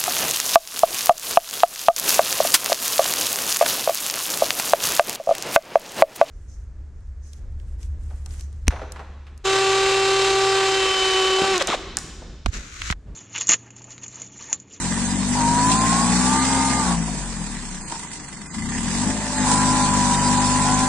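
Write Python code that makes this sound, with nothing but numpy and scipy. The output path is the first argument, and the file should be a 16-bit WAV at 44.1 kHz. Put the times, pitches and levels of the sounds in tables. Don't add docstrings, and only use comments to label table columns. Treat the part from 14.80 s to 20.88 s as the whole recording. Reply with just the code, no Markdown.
import sys
import numpy as np
from scipy import signal
from scipy.fft import rfft, irfft
from scipy.io import wavfile
from scipy.ndimage import uniform_filter1d

SR = 44100
rng = np.random.default_rng(int(sys.argv[2]) if len(sys.argv) > 2 else 0)


def store_pcm(level_fs):
    pcm = np.round(np.clip(level_fs, -1, 1) * 32767).astype(np.int16)
    wavfile.write(sys.argv[1], SR, np.atleast_2d(pcm).T)


def magnitude_from_level(level_db):
    exponent = np.asarray(level_db, float) / 20
    return 10 ** exponent


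N = 268128
T = np.arange(N) / SR
PULL_1_S, PULL_2_S = (.57, 2.15), (4.66, 6.2)
COAST_S = 2.04, 3.72


def read(points, hz, end=None):
    f, value = np.transpose(points)
    return np.interp(np.log(hz + 1), np.log(f + 1), value, end, end)


def curve(rows):
    s, value = np.transpose(rows)
    return np.interp(T, s, value)


def during(start, end, blur):
    return uniform_filter1d(1. * (T > start) * (T < end), size=blur, mode="nearest")


def steady(x, window_s=0.34):
    size = int(window_s * SR)
    power = (x ** 2).reshape(-1, N).mean(0)
    power = uniform_filter1d(uniform_filter1d(power, size), size)
    return x / np.sqrt(abs(power) + 1e-14)


def wobble(per_s):
    knots = rng.standard_normal(int(T[-1] * 400) + 2)
    knots = signal.lfilter([1], [1, -np.exp(-2 * np.pi * per_s / 400)], knots)
    return np.interp(T, np.arange(len(knots)) / 400, knots / knots.std())


def noise(spectrum, patchy_db):
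    frames, hz = N // 128 + 5, np.fft.rfftfreq(N, 1 / SR)
    a, b, c, d, patches = rng.standard_normal((frames, 257, 5)).T
    patches = uniform_filter1d(uniform_filter1d(patches, size=6, axis=0), size=16, axis=1)
    z = np.array([a + 1j * b, c + 1j * d]) * magnitude_from_level(patchy_db * patches / patches.std())
    x = signal.istft(z, nperseg=512, noverlap=384)[1][:, :N]
    x = irfft(rfft(x) * magnitude_from_level(read(spectrum, hz, -85.5)), N)
    return x / x.std()


# time in seconds, firings per second.
ENGINE_SPEED = [(0, 42.7), (.2, 46.6), (.6, 49.7), (1.5, 63.2), (1.7, 66), (2.0, 64.9), (2.09, 59.2),
                (2.3, 52.3), (3, 29.4), (3.25, 24.5), (3.66, 22.2), (3.8, 26.5), (4.25, 51.2), (4.4, 52.6),
                (4.65, 50.4), (5, 51.1), (5.3, 49.1), (6.08, 51.3)]


def engine_speed():
    return uniform_filter1d(curve(ENGINE_SPEED), int(.04 * SR), mode="nearest")


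# time in seconds, level of the exhaust bark in dB.
FUEL_BURNT = [(0, -32), (.05, -26), (.69, -23), (1.27, -23), (2.0, -23.5), (2.04, -31), (2.13, -25),
              (2.49, -36), (2.6, -30.5), (3.3, -46.5), (3.72, -41), (3.77, -29), (4.2, -25), (4.31, -22),
              (4.35, -28), (4.55, -30.5), (4.6, -23), (6.08, -23)]


def fuel_burnt():
    return curve(FUEL_BURNT)


# time in seconds, level of the hiss in dB.
METAL_STRAIN = [(0, -31.5), (.45, -32.5), (.6, -28.5), (1.1, -26.5), (1.75, -26), (2.12, -29.5),
                (2.18, -35), (3.06, -40.5), (3.12, -37), (3.27, -41), (3.7, -43.5), (3.75, -39.5),
                (4.23, -30.5), (4.38, -33.5), (4.62, -29), (4.72, -25), (4.85, -26.5), (6.08, -27.5)]


def metal_strain():
    return curve(METAL_STRAIN)


# frequency in Hz, level in dB per Hz.
PIPE_COLOUR = [(60, -20), (110, -7.5), (150, -11), (178, 5), (200, -1), (232, 3.5), (255, 4), (275, -6),
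               (300, -8.5), (335, -18.5), (420, -21), (600, -24.5), (900, -10), (1300, -61)]
# level at full fuel in dB, dB per dB of fuel, change when coasting in dB.
LOW_TONES = [(-33.5, 0.3, -0.5), (-34, 1, -4), (-30.5, 0.97, 2.2)]
NO_LOAD_DB = [-2, -1, -5]
# frequency in Hz, level in dB.
TAILPIPE_COLOUR = [(22, -23), (30, -4.5), (48, -0.2), (100, 0), (140, -0.5), (160, 0.8), (183, 6.5),
                   (200, -3)]
# frequency in Hz, change in dB.
COOL_PIPE = [(30, 4), (60, 2.5), (75, -8), (120, -10.5), (140, 1.5), (170, 3.5)]


def exhaust(hz, turns, bark_db):
    fuel = bark_db + 23
    coasting = during(*COAST_S, blur=1500)
    free = during(-1, PULL_1_S[0], blur=3000) + during(COAST_S[1], PULL_2_S[0], blur=3000)
    warmth = 1 + 0.011 * (uniform_filter1d(bark_db, size=9000) + 24.5)

    def puffs(k):
        return np.cos(2 * np.pi * k * turns - .6 * k ** 2)

    upper = np.zeros(N)
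    for third in range(8, 43):
        k = third / 3
        line_db = -15 if third % 3 else -99 * (k < 4)
        level_db = read(PIPE_COLOUR, k * hz / warmth) + line_db + 3.07 * wobble(per_s=5.9)
        upper += magnitude_from_level(level_db) * puffs(k)
    swirl = noise(PIPE_COLOUR, patchy_db=-1.8) * (2.1 + np.cos(2 * np.pi * turns))
    bark = steady(upper, 0.021) + magnitude_from_level(-9.5) * steady(swirl)

    tones = np.zeros(N)
    for k, (db, share, coast_db) in enumerate(LOW_TONES, 1):
        level_db = db + share * fuel + read(TAILPIPE_COLOUR, k * hz) + 2.1 * wobble(per_s=51)
        level_db += (coast_db + read(COOL_PIPE, k * hz)) * coasting + NO_LOAD_DB[k - 1] * free
        tones += magnitude_from_level(level_db) * puffs(k)
    return np.sqrt(2) * tones + magnitude_from_level(bark_db - 0.5) * bark


# frequency in Hz, level in dB.
GEARBOX_COLOUR = [(600, -13.5), (800, -12), (900, -1), (990, 0.5), (1095, -4.5), (1125, -16), (1200, -6.5),
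                  (1238, -19)]
# frequency in Hz, level in dB.
LID_COLOUR = [(1250, -7), (1450, 3), (1570, -2.5), (1690, 0), (1850, -9), (2000, -8), (2100, 4)]


def gears(hz, start, end, meshes, waver_db):
    engaged = during(start, end, blur=1500)
    turns = np.cumsum(hz * (1 + 0.0024 * wobble(per_s=59))) / SR
    out = np.zeros(N)
    for ratio, db in meshes:
        through_casing = ratio < 1.2 or ratio * hz.max() < 1200
        level_db = db + read(GEARBOX_COLOUR if through_casing else LID_COLOUR, ratio * hz)
        level_db += waver_db * (.12 if ratio == 1 else ratio) * wobble(per_s=3.51)
        level_db += 0.94 * wobble(per_s=51)
        out += magnitude_from_level(level_db) * np.sin(2 * np.pi * (ratio * turns + rng.random()))
    return np.sqrt(2) * engaged * out


def shaft(hz, start, end, teeth):
    since, left = abs(T - start), abs(end - T)
    slip = 0.01193 * np.exp(-since / 0.1992) + 0.046 * np.exp(-left / 0.0512)
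    chatter = .16 * wobble(per_s=155) * np.exp(-np.minimum(since, left) / .04)
    return teeth * hz * (1 - slip + chatter), start, end


# ratio to the main mesh, level in dB.
FIRST_PULL_MESHES = [(1, -21), (1.7, -50), (.75, -28), (.667, -31), (1.333, -45.5), (1.25, -51),
                     (1.733, -46)]
# ratio to the main mesh, level in dB.
SECOND_PULL_MESHES = [(1, -25), (1.078, -35), (1.365, -40), (.809, -23.5), (1.618, -44.5), (1.887, -51)]
# ratio to the main mesh, level in dB.
INPUT_MESHES = [(1, -29), (1.5, -34)]


def drive_whine(hz, strain):
    whine = gears(*shaft(hz, *PULL_1_S, teeth=18.6), FIRST_PULL_MESHES, waver_db=2.0)
    whine += gears(*shaft(hz, *PULL_2_S, teeth=19.85), SECOND_PULL_MESHES, waver_db=2.0)
    whine *= magnitude_from_level(0.53 * strain)
    return whine + gears(*shaft(hz, 4.22, 6.2, teeth=11.4), INPUT_MESHES, waver_db=3.0)


# time in seconds, tooth meshes in Hz.
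WHEEL_SPIN = [(5.85, 720), (5.89, 742), (6.04, 775), (6.1, 800)]


def wheel_spin():
    start, end = WHEEL_SPIN[0][0], WHEEL_SPIN[-1][0]
    meshes = [(1, -18), (2, -38.5), (4.42, -52.5)]  # ratio, dB
    return gears(curve(WHEEL_SPIN), start, end, meshes, waver_db=1.1)


# time in seconds, extra roar in dB.
CASING_GRINDS = [
    (.585, 3),
    (2.09, 4.3),
    (3.13, 6.7),
    (4.72, 2),
]


def roar_level(strain):
    roar_db = -24.5 + 1.236 * strain + 0.75 * wobble(per_s=8.4)
    return roar_db + sum(db * np.exp(-((T - s) / .035) ** 2) for s, db in CASING_GRINDS)


def knock_level(strain, fuel):
    knock_db = -34 + 0.63 * strain + 0.21 * fuel + 1.3 * wobble(per_s=5.5)
    return knock_db + 2.5 * during(COAST_S[1], PULL_2_S[0], blur=5000)


# frequency in Hz, level in dB per Hz.
CASING_COLOUR = [(190, -43), (320, -2.5), (376, -11.5), (516, -7.5), (569, -9.5), (619, -10.5), (801, -0.5),
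                 (889, -1.5), (966, 4), (1200, -10), (1500, -6), (1950, -17.5), (3300, -120)]
# frequency in Hz, level in dB per Hz.
BLOCK_COLOUR = [(710, -31.5), (1200, 1), (1310, -22), (1660, 1), (1970, 0.5), (2080, 0.5), (2160, -12),
                (2380, -7), (2600, -10), (3380, -11.5), (5720, -120)]
# frequency in Hz, level in dB per Hz.
HISS_COLOUR = [(1240, -21), (2100, -12), (2200, -8.5), (2410, -6), (2690, -9), (3280, -9.5), (3580, -7.5),
               (4080, -6.5), (5050, -5.5), (6730, -4), (7670, 1.5), (9350, -5.5), (9750, -11.5),
               (10800, -32), (14000, -77), (22000, -120)]


def block(hz, turns, roar_db, knock_db, hiss_db):
    slow = np.clip((48 - hz) / 26, .1, 1)
    burn = np.exp(-((turns + 0.25) % 1) / .22)
    uneven = magnitude_from_level(2.0 * rng.standard_normal(int(turns[-1]) + 2))[(turns + .3).astype(int)]
    chop = slow * burn * uneven
    flutter_db = 0.99 * wobble(per_s=78)
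    roar = noise(CASING_COLOUR, patchy_db=1.5) * (1 + 1.4 * chop) * magnitude_from_level(0.46 * flutter_db)
    knock = noise(BLOCK_COLOUR, patchy_db=1.5) * (1 + 1.9 * chop) * magnitude_from_level(2.0 * flutter_db)
    hiss = noise(HISS_COLOUR, patchy_db=1.5) * (1 + 1.0 * chop) * magnitude_from_level(flutter_db)
    out = magnitude_from_level(roar_db - 5.5) * steady(roar, 0.096)
    out += magnitude_from_level(knock_db - 1.5) * steady(knock, 0.23)
    return out + magnitude_from_level(hiss_db + 0.58) * steady(hiss, 0.04)


def injectors(hz, turns, knock_db):
    at = np.flatnonzero(np.diff(np.floor(turns + 0.33)))
    clicks, t = np.zeros(N), np.arange(2000) / SR
    clicks[at] = magnitude_from_level(1.0 * rng.standard_normal(len(at)))
    ring = magnitude_from_level(-60 * t / 0.1) * np.sin(2 * np.pi * 2030 * t) * (1 - np.exp(-t / 0.0011))
    idling = np.clip((45 - hz) / 18, 0, 1) * (T > 3.2)
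    return magnitude_from_level(knock_db + 6.5) * idling * signal.oaconvolve(clicks, ring)[:N]


# frequency in Hz, level in dB.
HIGH_TONES = [(3693, -54), (4290, -53), (4899, -52), (6406, -47)]


def high_tones(hiss_db):
    tones = np.zeros(N)
    for hz, db in HIGH_TONES:
        turns = np.cumsum(hz + 14 * wobble(per_s=8.1)) / SR
        tones += magnitude_from_level(db - 2.5 + 7.4 * wobble(per_s=6.3)) * np.sin(2 * np.pi * turns)
    return magnitude_from_level(hiss_db + 30) * tones


# time in seconds, peak in dB, low ring in dB, ring in Hz.
CLUNK_BLOWS = [(0.5514, -25, -16, 900), (0.5974, -35.5, -34, 961), (0.9163, -3, -21, 1060),
               (1.1774, -12.5, -21, 1118), (2.1388, -30, -19, 1012), (2.2786, -29, -21, 967),
               (3.0983, -19, -32, 956), (3.1194, -29, -22, 940), (3.1444, -26.5, -31, 840),
               (3.1614, -28, -26, 910), (3.1914, -34, -37, 960), (3.23, -25, -27, 1009),
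               (3.2477, -60, -28, 960), (3.3326, -18, -50, 1000), (3.7414, -19.5, -29, 980),
               (4.6699, -14.5, -11, 988), (4.7137, -6.5, -12, 851), (4.7391, -38.5, -26, 960),
               (4.8294, -22.5, -25, 943)]


def clunks():
    out, t = np.zeros((2, N + SR)), np.arange(4000) / SR
    rattle = noise(HISS_COLOUR, patchy_db=3)
    for s, db, ring_db, hz in CLUNK_BLOWS:
        at = round(s * SR)
        ring = magnitude_from_level(ring_db - 60 * t / 0.047) * np.sin(2 * np.pi * hz * t) * (1 - np.exp(-t / 0.0025))
        out[:, at:at + len(t)] += ring + magnitude_from_level(db - 17 - 60 * t / 0.18) * rattle[:, at:at + len(t)]
    return out[:, :N]


# time in seconds, peak in dB.
SHARP_CRACKS = [(0.9164, -11.5), (1.179, -16.5), (4.8294, -17), (5.046, -9)]


def cracks():
    out, t = np.zeros(N + SR), np.arange(4000) / SR
    for s, db in SHARP_CRACKS:
        at = round(s * SR)
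        ring = np.sin(2 * np.pi * 8000 * t) * (1 - np.exp(-t * 6000))
        out[at:at + len(t)] += magnitude_from_level(db - 1 - 60 * t / .01) * ring
    return out[:N]


# frequency in Hz, level in dB per Hz.
FIELD_COLOUR = [(12, -30.5), (20, -4.5), (70, -7.5), (113, -16), (176, -0.5), (310, -8), (368, -13),
                (574, -22.5), (977, -19), (1200, -20), (1560, -21), (2640, -120)]


def field():
    return magnitude_from_level(-42) * noise(FIELD_COLOUR, patchy_db=0.5)


# frequency in Hz, likeness from 0 to 1.
LIKENESS = [(60, 0.94), (130, 1), (260, 0.98), (550, 1), (1140, 0.93), (2380, 0.44), (4970, 0.058),
            (10400, 0.27)]
# frequency in Hz, left over right in dB.
LEFT_OVER_RIGHT = [(60, 5), (330, 5), (690, 2.3), (1380, 1.6), (1720, -1.3), (2400, -1.7), (3450, 1.2),
                   (4500, -.7), (5800, -.1), (6550, -2.3), (7400, -10.5), (8270, -2.5), (9300, 6.6),
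                   (10000, 7.5)]


def ports(near, far):
    hz = np.fft.rfftfreq(N, 1 / SR)
    same, tilt = np.clip(read(LIKENESS, hz), -1, 1), magnitude_from_level(read(LEFT_OVER_RIGHT, hz) / 2)
    left = rfft(near) * np.exp(2j * np.pi * np.maximum(hz - 1200, 0) * 4.46 / SR)
    right = same * rfft(near) + 1j * np.sqrt(1 - same ** 2) * rfft(far)
    mid = np.sqrt(tilt ** 2 + tilt ** -2 + 2 * same) / 2
    return irfft([left * tilt / mid, right / tilt / mid], N)


def scene():
    hz, bark_db, hiss_db = engine_speed(), fuel_burnt(), metal_strain()
    turns = np.cumsum(hz) / SR
    fuel, strain = bark_db + 23, hiss_db + 27
    knock_db = knock_level(strain, fuel)
    mix = exhaust(hz, turns, bark_db + 0.42 * wobble(per_s=14))
    mix += drive_whine(hz, strain) + wheel_spin()
    mix += block(hz, turns, roar_level(strain), knock_db, hiss_db + 0.74 * wobble(per_s=4))
    mix += injectors(hz, turns, knock_db) + high_tones(hiss_db)
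    mix += clunks() + cracks() + field()
    return ports(*mix)


def band_limit(x):
    return signal.sosfilt(signal.butter(12, 10980, fs=SR, output="sos"), x)


def record(dry):
    mid_side = np.array([dry[0] + dry[1], dry[0] - dry[1]]) / 2
    hz, _, z = signal.stft(mid_side, SR, nperseg=2048, noverlap=1536)
    power = abs(z) ** 2
    around = uniform_filter1d(uniform_filter1d(power, size=60, axis=1), size=15, axis=2)
    band = uniform_filter1d(uniform_filter1d(power, size=8, axis=1), size=6, axis=2)
    thrift = read([(1900, 0.004), (2500, 0.29), (3500, 0.53), (5600, 0.62),
                   (7000, 0.083), (9000, 0.53), (10000, 0.44)], hz)[:, None]
    level_db = 10 * np.log10(around.sum((0, 1)) + 1e-12)
    thrift = thrift * np.clip(1 + 0.012 * (level_db.max() - 13 - level_db), .5, 1.6)
    strong_band = band.sum(0) > 1.27 * thrift * around.sum(0)
    strong_bin = power > .7 * thrift * around
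    kept = z * strong_band * strong_bin
    mid, side = signal.istft(kept, SR, nperseg=2048, noverlap=1536)[1][:, :N]
    return band_limit(np.array([mid + side, mid - side]))


dry = scene()
out = record(dry)
store_pcm(out)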